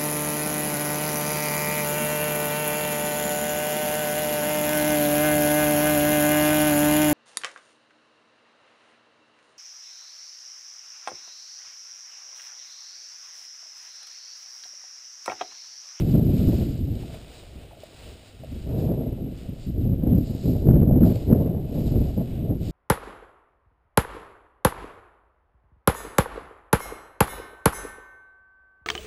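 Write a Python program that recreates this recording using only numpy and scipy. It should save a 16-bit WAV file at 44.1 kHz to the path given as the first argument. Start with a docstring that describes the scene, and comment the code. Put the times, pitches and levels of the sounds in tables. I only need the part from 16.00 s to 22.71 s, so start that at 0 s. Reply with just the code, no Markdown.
"""Gusty wind on a camera microphone in a closed plastic case, carried through a field of tall dry grass.
The wind swells and drops; single gusts buffet the case and rumble in its cavity. Close by, blades swish
at each stroke of the legs and stems snap, while gear bumps the case and clothing rubs on it. Mono.
The camera samples at a low rate and holds each sample, which mirrors a thin fizz into the treble."""
import sys
import numpy as np
from scipy import signal
from scipy.fft import rfft, irfft, next_fast_len
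from scipy.io import wavfile
from scipy.ndimage import uniform_filter1d, map_coordinates

SR = 44100
rng = np.random.default_rng(int(sys.argv[2]) if len(sys.argv) > 2 else 0)


def pcm_store(signal):
    """Save signal as 16-bit PCM."""
    levels = np.round(np.clip(np.atleast_2d(signal), -1, 1) * 32767)
    wavfile.write(sys.argv[1], SR, levels.astype(np.int16).T)


N = 295911


def amp(db):
    """Decibels to gain."""
    return 10 ** (np.asarray(db) / 20)


def unit(x):
    """x scaled to rms 1."""
    return x / np.sqrt(np.mean(x ** 2) + 1e-20)


def curves(rows):
    """One value per sample for each column after the time."""
    times, *columns = np.transpose(rows)
    return [np.interp(np.arange(N) / SR, times, column) for column in columns]


def wobble(rate):
    """A smooth random curve, rate knots a second."""
    knots = rng.standard_normal(int(N * rate / SR) + 4)
    return map_coordinates(knots, [np.arange(N) * rate / SR])


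def filtered(x, response):
    """x through a gain given as a function of frequency."""
    size = next_fast_len(N + SR // 2)
    return irfft(rfft(x, size) * response(np.fft.rfftfreq(size, 1 / SR)), size)[:N]


def coloured(x, points):
    """x through (frequency [Hz], gain [dB]) points joined on a log axis."""
    point_hz, db = np.transpose(points)
    return filtered(x, lambda hz: amp(np.interp(np.log(hz + 1), np.log(point_hz), db)))


def steadied(x, seconds):
    """x with its fast flutter kept and its slow level held at rms 1."""
    size = int(seconds * SR)
    power = uniform_filter1d(uniform_filter1d(x ** 2, size), size)
    return x / np.sqrt(np.abs(power) + 1e-12)


def add(track, time, sound):
    """Mixes a sound into the track at a time in seconds."""
    start = max(round(time * SR), 0)
    track[start:start + len(sound)] += sound[:N - start]


def swell(peak_time, length, rise, edge_db, roundness):
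    """Gain that climbs to 1 over the share `rise` of its length and is edge_db down at both ends."""
    offset = (np.arange(N) / SR - peak_time) / length
    away = np.abs(np.where(offset < 0, offset / rise, offset / (1 - rise)))
    return amp(-edge_db * np.minimum(away, 4) ** roundness)


def surges(base_db, base_bright_db, events, **shape):
    """Gains of a dull and a bright layer: the swells of all events add in power to a base."""
    dull, bright = amp(base_db) ** 2, amp(base_db + base_bright_db) ** 2
    for peak_time, length, db, bright_db in events:
        power = (amp(db) * swell(peak_time, length, **shape)) ** 2
        dull = dull + power
        bright = bright + power * amp(bright_db) ** 2
    return np.sqrt(dull), np.sqrt(bright)


def turbulence(spectrum, flutter_db):
    """Pressure noise that comes in lumps."""
    lumps = coloured(rng.standard_normal(N) * amp(flutter_db), spectrum)
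    return steadied(lumps, seconds=.05)


def wind():
    """The largest eddies push, smaller ones rumble, the smallest flutter in the cavity of the case."""
    # slow push of the largest eddies: (time [s], level [dB])
    push = [(0, -27), (.58, -31.5), (.95, -35), (1.38, -51), (1.57, -42), (1.88, -60), (2.09, -43),
            (2.25, -57), (2.56, -35.5), (3, -36), (3.58, -42), (3.72, -29), (4.14, -29.5), (4.38, -40),
            (4.75, -21.5), (5.66, -37), (6, -21), (6.17, -34.5), (6.71, -32)]
    # wind between the gusts: (time [s], rumble [dB], small eddies over the rumble [dB])
    breeze = [(0, -22.5, -19), (.17, -19, -18.5), (.43, -20, -18.5), (.76, -28.5, -18.5), (.92, -28, -19),
              (1.34, -56.5, 2), (2.29, -58.5, 0), (2.66, -38.5, -14.5), (2.88, -22.5, -7.5),
              (3.33, -39, -11.5), (3.58, -44.5, -9), (4.42, -37, -10), (4.96, -16, -14), (5.25, -34.5, -7),
              (5.41, -19.5, -10), (5.67, -31, -12), (6, -20.5, -11.5), (6.13, -33, -12.5), (6.71, -28, -15)]
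    # gusts on the case: (peak time [s], length [s], rumble [dB], small eddies over the rumble [dB])
    gusts = [(0.16, 0.13, -17.5, -14.5), (0.491, 0.023, -20, -7), (0.535, 0.061, -20.5, -13.5),
             (0.614, 0.07, -20.5, -12.5), (1.163, 0.21, -48, -22), (1.554, 0.25, -48.5, -22),
             (2.077, .26, -50.5, -1), (2.427, .17, -45.5, -18), (2.543, 0.15, -34.5, -18),
             (2.718, 0.16, -27.5, -7), (2.795, 0.19, -28.5, -6), (3.087, 0.076, -27, -11),
             (3.251, 0.16, -29, -15), (3.495, 0.11, -30.5, -19), (3.687, 0.1, -28, -29),
             (3.801, 0.19, -24.5, -19), (3.904, .21, -20.5, -18.5), (4.06, 0.18, -20, -14.5),
             (4.141, 0.23, -16.5, -19), (4.318, 0.17, -26.5, -13), (4.504, 0.23, -18.5, -15),
             (4.71, .22, -13.5, -14), (4.821, 0.1, -14.5, -18.5), (5.05, .21, -15, -10.5),
             (5.322, 0.13, -14, -12), (5.783, 0.15, -28, -7.5), (6.198, 0.1, -20, -11),
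             (6.428, 0.15, -27.5, -13), (6.509, 0.07, -21.5, -9.5)]
    # spectra of the eddies, largest to finest: (frequency [Hz], level [dB])
    sway_spectrum = [(8, -17), (20, -8.5), (35, -5.5), (60, 0.5), (85, -6.5), (130, -8.5), (220, -36),
                     (500, -73.5)]
    rumble_spectrum = [(30, -30), (65, -3.5), (95, -1), (125, -0.5), (170, -2), (210, -6), (260, -5),
                       (350, -13.5), (500, -27), (800, -55), (1500, -87.5)]
    eddy_spectrum = [(100, -9.5), (250, -6), (380, 0), (500, -2.5), (640, -5), (780, -16), (950, -28),
                     (1300, -37.5), (2000, -43), (4000, -66)]
    whirl_spectrum = [(500, -10.5), (750, -6), (900, -2.5), (1100, -11), (1500, -22.5), (3000, -43)]
    sway_db, = curves(push)
    rumble_db, eddy_db = curves(breeze)
    force, eddy_force = surges(rumble_db, eddy_db, gusts, rise=.43, edge_db=21, roundness=2.06)
    flutter = wobble(70)
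    sway = amp(sway_db) * steadied(turbulence(sway_spectrum, .8 * flutter), seconds=.16)
    rumble = force * turbulence(rumble_spectrum, 2.7 * flutter)
    eddy_gain = eddy_force * amp(1.5 * wobble(25))
    eddies = eddy_gain * turbulence(eddy_spectrum, 2 * flutter + 2.3 * wobble(160))
    # the more the flow breaks into small eddies, the more of those break up again
    whirl = amp(-16) * eddy_force ** 2 / force * turbulence(whirl_spectrum, 1.4 * flutter)
    return sway + rumble + eddies + whirl


def crackle(spectrum, rate, spread_db, hiss):
    """Tiny contacts of uneven size, rate a second, over the smooth hiss of sliding."""
    sizes = amp(spread_db * np.minimum(rng.exponential(size=N), 4))
    contacts = (rng.random(N) < rate / SR) * rng.standard_normal(N) * sizes
    return unit(coloured(unit(contacts) + hiss * rng.standard_normal(N), spectrum))


def grass():
    """Each stroke sweeps dry blades aside; brisk, close strokes add a crisp brush."""
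    # legs and clothing in the grass: (peak time [s], length [s], swish [dB], brush over the swish [dB])
    strokes = [(0, 0.058, -41.5, -10.5), (0.104, 0.44, -52.5, -2.5), (0.386, 0.47, -50, -3.5),
               (0.567, 0.62, -50.5, -3), (1.013, 0.51, -54.5, -4), (1.142, 0.28, -51.5, -6),
               (1.348, 0.54, -52, -4), (1.62, .45, -56.5, -10.5), (1.827, 0.3, -55, -4.5),
               (2.023, 0.62, -51.5, -5), (2.27, 0.19, -56.5, -1.5), (2.558, 1, -56, -6),
               (2.802, 0.2, -55.5, -3), (3.046, 0.62, -61, -9), (3.398, 0.38, -55.5, -5),
               (3.613, 0.29, -58.5, 0.5), (3.833, 0.22, -62, -5), (4.087, 0.24, -60, -12),
               (4.279, .5, -58.5, 2.5), (4.46, 0.47, -56.5, 2.5), (5.075, 0.19, -54, -1.5),
               (5.156, 0.43, -54, -2.5), (5.41, .4, -62, -4.5), (5.79, 0.45, -55.5, -2),
               (5.88, 0.18, -57, 0.5), (6.04, 0.78, -57, -3), (6.322, 0.4, -56, -14),
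               (6.675, 0.26, -52, -0.5)]
    # spectra of the sliding blades: (frequency [Hz], level [dB])
    swish_spectrum = [(300, -11), (680, 4.5), (1000, -7.5), (1400, -5), (1700, -7.5), (2400, -3.5),
                      (3200, -3), (3900, -5.5), (4400, -15.5), (5000, -16), (6000, -15.5)]
    brush_spectrum = [(1500, -33.5), (3000, -8), (3900, 5), (4400, 4), (5100, 4.5), (6000, -10.5)]
    field_db, field_brush_db = -63, -9.5  # the field's steady rustle, and its brush relative to that
    sweep, briskness = surges(field_db, field_brush_db, strokes, rise=.37, edge_db=17.5, roundness=1.38)
    catch_db = .34 * wobble(35)  # blades catch and slip
    swish = sweep * crackle(swish_spectrum, rate=2500, spread_db=2, hiss=1.34)
    brush = briskness * crackle(brush_spectrum, rate=2000, spread_db=2, hiss=1.4)
    return amp(catch_db) * (swish + brush)


def through_case(x):
    """The thin walls let a few narrow bands through to the microphone more strongly."""
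    # wall resonances: (frequency [Hz], width [Hz], lift [dB])
    modes = [(2620, 120, 2.5), (2945, 93, 4.5), (3530, 160, 0.7), (3890, 130, 1.5), (4740, 150, 1.5)]
    return filtered(x, lambda f: amp(sum(db * np.exp(-((f - hz) / width) ** 2) for hz, width, db in modes)))


def slaps():
    """A hard eddy swells and collapses against the case within a few uneven cycles."""
    # the hardest single eddies: (time [s], peak level [dB], pitch [Hz])
    hard_eddies = [(0.139, -13, 156), (0.479, -10, 114), (0.491, -12, 263), (0.839, -17, 84),
                   (0.914, -22, 94), (3.84, -18.5, 130), (4.155, -10.5, 165), (4.691, -7, 141),
                   (4.771, -10.5, 257), (4.825, -13, 135), (4.926, -8, 123), (5.036, -5, 205),
                   (5.329, -7, 203), (6.512, -16, 265)]
    half_width_cycles = 1.15
    out, t = np.zeros(N), np.arange(-SR // 20, SR // 20) / SR
    for time, db, hz in hard_eddies:
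        phase = 2 * np.pi * (hz * t + rng.random()) + .61 * wobble(241.2)[:len(t)]
        envelope = amp(db) * np.exp(-(t * hz / half_width_cycles) ** 2)
        add(out, time + t[0], envelope * np.sin(phase))
    return out


def rasp(pressure):
    """The hardest pressure peaks distort the microphone with a brief rasp."""
    spectrum = [(500, -20.5), (1000, 1.5), (1400, -4), (1950, -13), (2400, -18), (5000, -43)]
    distortion = unit(coloured(rng.standard_normal(N), spectrum))
    force = uniform_filter1d(np.minimum(np.abs(pressure), .55) ** 3, size=SR // 160)
    return amp(-19) * force * distortion


def snaps():
    """A dry stem breaks with a tick of a few milliseconds."""
    # breaking stems: (time [s], level before colouring [dB])
    stems = [(0.3655, -44), (0.599, -38), (0.953, -42), (1.079, -48), (1.804, -43.5), (2.625, -47),
             (3.375, -46.5), (4.273, -47), (5.156, -34), (5.227, -44), (5.877, -41.5)]
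    out, t = np.zeros(N), np.arange(SR // 30) / SR
    attack = 1 - np.exp(-t / .0006)
    for time, db in stems:
        add(out, time, amp(db - 60 * t / .02) * attack * rng.standard_normal(len(t)))
    return coloured(out, [(800, -34), (1800, -11), (2800, 3), (4300, 7.5), (5500, -5.5)])


def bumps():
    """Each soft knock of gear rings the case for a few cycles."""
    # gear on the case: (time [s], level [dB], ring [Hz])
    knocks = [(1.033, -30.5, 790), (1.143, -29, 660), (1.7105, -35.5, 830), (1.731, -31.5, 700),
              (1.771, -32, 604), (1.8335, -22.5, 610), (1.8415, -36, 610), (2.4345, -23, 624),
              (2.4435, -25, 560), (4.909, -8.5, 600)]
    ring_s = .021  # time to fall 60 dB
    out, t = np.zeros(N), np.arange(SR // 16) / SR
    attack = (1 - np.exp(-t / .0015)) ** 2
    for time, db, hz in knocks:
        add(out, time, amp(db - 60 * t / ring_s) * attack * np.sin(2 * np.pi * hz * t))
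    return out


def rubs():
    """Cloth drags over the case in small slips and stirs its hollow ring."""
    # clothing on the case: (start [s], length [s], level [dB])
    drags = [(1.082, 0.13, -47), (1.395, 0.069, -52), (1.6, 0.086, -54.5)]
    # hollow ring of the rubbed case: (frequency [Hz], level [dB])
    spectrum = [(200, -15), (400, -2), (560, 3), (650, 8), (770, -19), (900, -16), (1400, -21), (2500, -41)]
    envelope = np.zeros(N)
    for start, length, db in drags:
        add(envelope, start, amp(db) * np.sqrt(np.abs(np.hanning(int(length * SR)))))
    return envelope * crackle(spectrum, rate=400, spread_db=2.5, hiss=.93)


def overload(x):
    """The microphone rounds off the very largest swings."""
    return x / (1 + np.abs(x / .85) ** 8) ** (1 / 8)


def scene():
    """Wind and handling right on the case, grass just outside it, at one microphone."""
    pressure = wind() + slaps()
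    handling = bumps() + rubs()
    return (pressure + rasp(pressure) + handling + through_case(grass() + snaps()))[None]


def record(dry):
    """The camera samples the microphone at a low rate, holds each sample and cuts the top treble."""
    # the camera's anti-alias filter: (frequency [Hz], gain [dB])
    anti_alias = [(5100, 0.5), (5450, 2), (5750, 1), (6000, -3.5)]
    hold_hz, top_hz = 12000, 15400
    seconds = N // SR + 1
    microphone = coloured(overload(dry[0]), anti_alias)
    narrow = filtered(microphone, lambda hz: hz < hold_hz / 2)
    samples = signal.resample(np.pad(narrow, (0, seconds * SR - N)), seconds * hold_hz)
    # the held steps mirror everything around the sampling rate
    steps = signal.resample(np.repeat(samples, 4), seconds * SR)[:N]
    return filtered(steps, lambda hz: hz < top_hz)[None]


dry = scene()
out = record(dry)
pcm_store(out)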